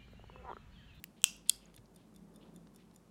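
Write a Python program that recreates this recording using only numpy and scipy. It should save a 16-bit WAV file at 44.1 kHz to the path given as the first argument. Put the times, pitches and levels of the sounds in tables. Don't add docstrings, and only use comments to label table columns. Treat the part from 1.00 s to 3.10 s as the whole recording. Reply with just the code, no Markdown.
import sys
import numpy as np
from scipy import signal
from scipy.fft import rfft, irfft
from scipy.io import wavfile

SR = 44100
rng = np.random.default_rng(int(sys.argv[2]) if len(sys.argv) > 2 else 0)


def to_wav(sig):
    pcm = np.clip(np.atleast_2d(sig), -1, 1) * 32767
    pcm = np.round(pcm).astype(np.int16)
    wavfile.write(sys.argv[1], SR, pcm.T)


N = 92610
T = np.arange(N) / SR
HZ = np.maximum(np.fft.rfftfreq(N, 1 / SR), 1)
DIRECT, TO_ROOM = 2, -1


def undb(db):
    return 10 ** (np.asarray(db) / 20)


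def fade(t60):
    return np.exp(-np.log(1000) * T / max(t60, 1e-4))


def delay(x, s):
    silence = np.zeros(max(int(round(s * SR)), 0))
    return np.concatenate([silence, x])[:N]


def hump(hz, half_width):
    return (1 + ((HZ - hz) / half_width) ** 2 / 2) ** -1.5


def response(modes, column):
    powers = [(hump(mode[0], mode[1]) * undb(mode[column])) ** 2 for mode in modes]
    return np.sqrt(sum(powers))


def struck(gain):
    cepstrum = irfft(np.log(gain + 1e-5), N)
    cepstrum[1:N // 2] *= 2
    cepstrum[N // 2 + 1:] = 0
    return irfft(np.exp(rfft(cepstrum)), N)


def noise(gain):
    return irfft(rfft(rng.standard_normal(N)) * gain, N)


def unit(x):
    return x / np.std(x)


def coloured(points):
    hz, db = np.array(points).T
    return unit(noise(undb(np.interp(np.log(HZ), np.log(hz), db))))


def level_curve(rows):
    return undb(np.interp(T, *np.array(rows).T))


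def burst(t60):
    x = rng.standard_normal(N) * fade(t60)
    return x / np.linalg.norm(x)


def room(gain):
    wall_delay_s, early_db = .0118, -2
    t60_s, damping = 0.37, .27
    arrival = np.where(T < wall_delay_s, undb(early_db), 1)
    octaves = np.log2(np.clip(HZ / 3000, 1 / 2, 4))
    out = 0
    for k in range(-1, 3):
        env = fade(t60_s * 2 ** (-k * damping)) * arrival
        band = np.sqrt(np.maximum(1 - abs(octaves - k), 0))
        out = out + noise(gain * band) * env / np.linalg.norm(env)
    return out


def blows(rows, modes, rattle_db, rattle_t60, room_db, snap_db):
    crowd_hz, crowd_width_hz = 7000, 3500
    crowd_db = -13
    direct = response(modes, DIRECT)
    sent = response(modes, TO_ROOM)
    sent = np.hypot(sent, sent.max() * undb(crowd_db) * hump(crowd_hz, crowd_width_hz))
    out = 0
    for s, db, tilt in rows:
        colour = undb(db + tilt * np.log2(np.maximum(HZ, 1000) / 7000))
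        ring = struck(direct * colour)
        rattle = signal.fftconvolve(ring, burst(rattle_t60))[:N]
        echo = room(sent * colour)
        blow = undb(snap_db) * ring + undb(rattle_db) * rattle + undb(room_db) * echo
        out = out + delay(blow, s)
    return out


def background(waver_db=3.5, waver_hz=4):
    # frequency_hz, relative_level_db
    floor_spectrum = [(20, -41.5), (35, -22), (50, -14.5), (75, -13.5), (120, -7), (180, -4.5), (260, -9),
                      (450, -14.5), (900, -19.5), (1800, -29.5), (3500, -34), (10000, -36), (13000, -41),
                      (16000, -45.5)]
    # frequency_hz, relative_level_db
    swell_spectrum = [(60, -31), (150, -5.5), (250, 2), (450, -1.5), (700, -9.5), (1200, -15), (2000, -30),
                      (4000, -48)]
    # time_s, level_db
    swell_levels = [(0, -77.5), (.85, -72), (1.15, -73.5), (1.45, -60.5), (1.7, -71.5), (2.1, -88)]
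    # centre_hz, half_width_hz, relative_level_db
    room_modes = [(171, 7.7, 0), (205.6, 26, -3), (303, 9.9, -9), (380, 18, -12.5)]
    # time_s, level_db
    boom_levels = [(0, -63.5), (.8, -67), (1.2, -59.5), (1.6, -59), (2.1, -68)]
    # time_s, level_db
    hum_levels = [(0, -74), (.4, -68.5), (.92, -66), (1.02, -73), (1.5, -70.5), (2.1, -80)]
    floor_db, hum_hz = -65.5, 49.4

    steady = coloured(floor_spectrum) * undb(floor_db)
    boom = unit(noise(response(room_modes, 2))) * level_curve(boom_levels)
    rumble = coloured(swell_spectrum) * level_curve(swell_levels)
    waver = undb(waver_db * unit(noise(hump(0, waver_hz))))
    hum = unit(np.sin(2 * np.pi * hum_hz * T) * waver) * level_curve(hum_levels)
    return steady + boom + rumble + hum


def crown_slack():
    # start_s, level_db, brightness_db_per_octave
    slack = [(.0407, 0.5, -2)]
    # centre_hz, half_width_hz, direct_db, to_room_db
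    stem_modes = [(1803, 300, -24, -39.5), (2850, 490, -15.5, -32.5), (4750, 800, -20.5, -35),
                  (7150, 195, -14.5, -38), (8150, 670, -23.5, -36.5), (11050, 570, -13, -38),
                  (13450, 400, -14, -45), (14850, 580, -8.5, -40)]
    return blows(slack, stem_modes, rattle_db=-5.5, rattle_t60=0.0088, room_db=-1, snap_db=0.5)


def crown_press():
    # start_s, level_db, brightness_db_per_octave
    presses = [(0.2182, -40, 0), (.2300, -44.5, 1.6), (0.2412, 1, 0.22)]
    # centre_hz, half_width_hz, direct_db, to_room_db
    press_modes = [(1072, 380, -4.5, -21.5), (1504, 150, 0, -20), (2714, 150, 13.5, -2.5),
                   (3200, 270, 16, -6), (3900, 370, 3, -14), (4890, 130, -9.5, -4.5),
                   (5620, 310, 10.5, -4.5), (6300, 500, 9.5, -7.5), (7160, 320, 12.5, -11.5),
                   (7950, 380, 13.5, -8.5), (9070, 320, 11, -22), (11400, 600, 2, -18.5),
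                   (13450, 600, -1.5, -30), (15580, 450, -0.5, -28.5)]
    # frequency_hz, level_db, t60_s
    rings = [(2685, -41, .2), (2756, -48, .24), (3088, -53, .3), (5632, -56, .35), (6041, -58, .4)]
    snap = blows(presses, press_modes, rattle_db=-7, rattle_t60=.012, room_db=2, snap_db=0)
    ring = sum(undb(db) * np.sin(2 * np.pi * hz * T) * fade(t60) for hz, db, t60 in rings)
    return snap + delay(ring, presses[-1][0])


def crown_release():
    # start_s, level_db, brightness_db_per_octave
    releases = [(.4738, -46.5, 3), (.4948, -12.5, -2.5), (.4962, 2.5, 0.5)]
    # centre_hz, half_width_hz, direct_db, to_room_db
    release_modes = [(1412, 230, -14, -26.5), (2150, 120, -8.5, -26), (2707, 81, 3.5, -20.5),
                     (3360, 150, 14, -13.5), (4346, 300, 5.5, -18.5), (4800, 220, 1, -12),
                     (5300, 120, 5.5, -15.5), (6960, 180, 12, -23), (8385, 550, 14, -19.5),
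                     (9500, 475, 10, -25), (10530, 280, 3.5, -24.5), (11470, 410, 6.5, -23),
                     (13630, 897, -12, -36), (15700, 260, -14, -47)]
    scrape_s, scrape_length_s = .485, .011
    scrape_db = -45.5
    snap = blows(releases, release_modes, rattle_db=-12, rattle_t60=0.0079, room_db=2.5, snap_db=-0.5)
    rise = np.sqrt(T / scrape_length_s) * (T < scrape_length_s)
    scrape = unit(noise(response(release_modes, DIRECT))) * rise * undb(scrape_db)
    return snap + delay(scrape, scrape_s)


def hand(tap_t60=0.015):
    # start_s, level_db, centre_hz, half_width_hz
    rubs = [(0.159, -68.5, 3150, 1040), (0.454, -63.5, 3170, 1400), (0.603, -67, 2900, 708),
            (.65, -70.5, 1880, 1420), (0.966, -70, 3140, 1117), (1.405, -66, 3155, 849.5),
            (1.777, -69.5, 2860, 1300)]
    # start_s, level_db, centre_hz, half_width_hz
    taps = [(.365, -30.5, 10300, 2000), (.562, -31, 10330, 1780), (.655, -26, 6720, 300),
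            (.742, -32, 3200, 1626), (.742, -37.5, 8410, 2984), (.777, -29.5, 2970, 1800),
            (.781, -33.5, 2150, 3450), (.857, -36.5, 4903, 1200), (1.671, -34.5, 2607, 2390),
            (1.912, -39.5, 2970, 2495)]
    rub_attack_s, rub_t60_s = .014, .38
    grain_db, grain_hz = 2.5, 120.2
    bump_s, bump_hz, bump_t60_s, bump_db = .787, 113, 0.13, -50

    tapping = 0
    for s, db, hz, width in taps:
        tap = signal.fftconvolve(burst(tap_t60), struck(hump(hz, width)))[:N]
        tapping = tapping + delay(tap, s) * undb(db)
    stroke = np.minimum(T / rub_attack_s, 1) * fade(rub_t60_s)
    rubbing = 0
    for s, db, hz, width in rubs:
        rubbing = rubbing + delay(unit(noise(hump(hz, width))) * stroke, s) * undb(db)
    grain = undb(grain_db * unit(noise(hump(0, grain_hz))))
    bump = undb(bump_db) * np.sin(2 * np.pi * bump_hz * T) * fade(bump_t60_s)
    return tapping + rubbing * grain + delay(bump, bump_s)


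def escapement(room_db=-2, chatter_t60=.008):
    # drop_s, level_db
    beats = [(0.763, 2), (0.9609, -1), (1.1613, 0), (1.36, -1.5), (1.5609, -2), (1.7601, 0.5),
             (1.9602, -0.5)]
    # time_from_drop_s, level_db
    contacts = [(-.020, -20), (-.013, -15.5), (0, -9), (.0013, -6.5)]
    # centre_hz, half_width_hz, direct_db, to_room_db
    tick_modes = [(3560, 37, -16, -27), (4930, 2200, -31, -37), (7030, 166, -21, -41),
                  (9150, 530, -23, -38), (10460, 480, -23.5, -45), (12100, 1500, -29.5, -52),
                  (14700, 600, -49, -62)]
    drive = 0
    for s, beat_db in beats:
        for lag, contact_db in contacts:
            drive = drive + delay(burst(chatter_t60), s + lag) * undb(beat_db + contact_db)
    echo = room(response(tick_modes, TO_ROOM))
    body = struck(response(tick_modes, DIRECT)) + undb(room_db) * echo
    return signal.fftconvolve(drive, body)[:N]


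def scene():
    crown = crown_slack() + crown_press() + crown_release()
    return (background() + crown + hand() + escapement())[None]


def record(dry):
    low_pass = signal.ellip(8, .2, 70, 16200, fs=SR, output="sos")
    return signal.sosfilt(low_pass, dry)


dry = scene()
out = record(dry)
to_wav(out)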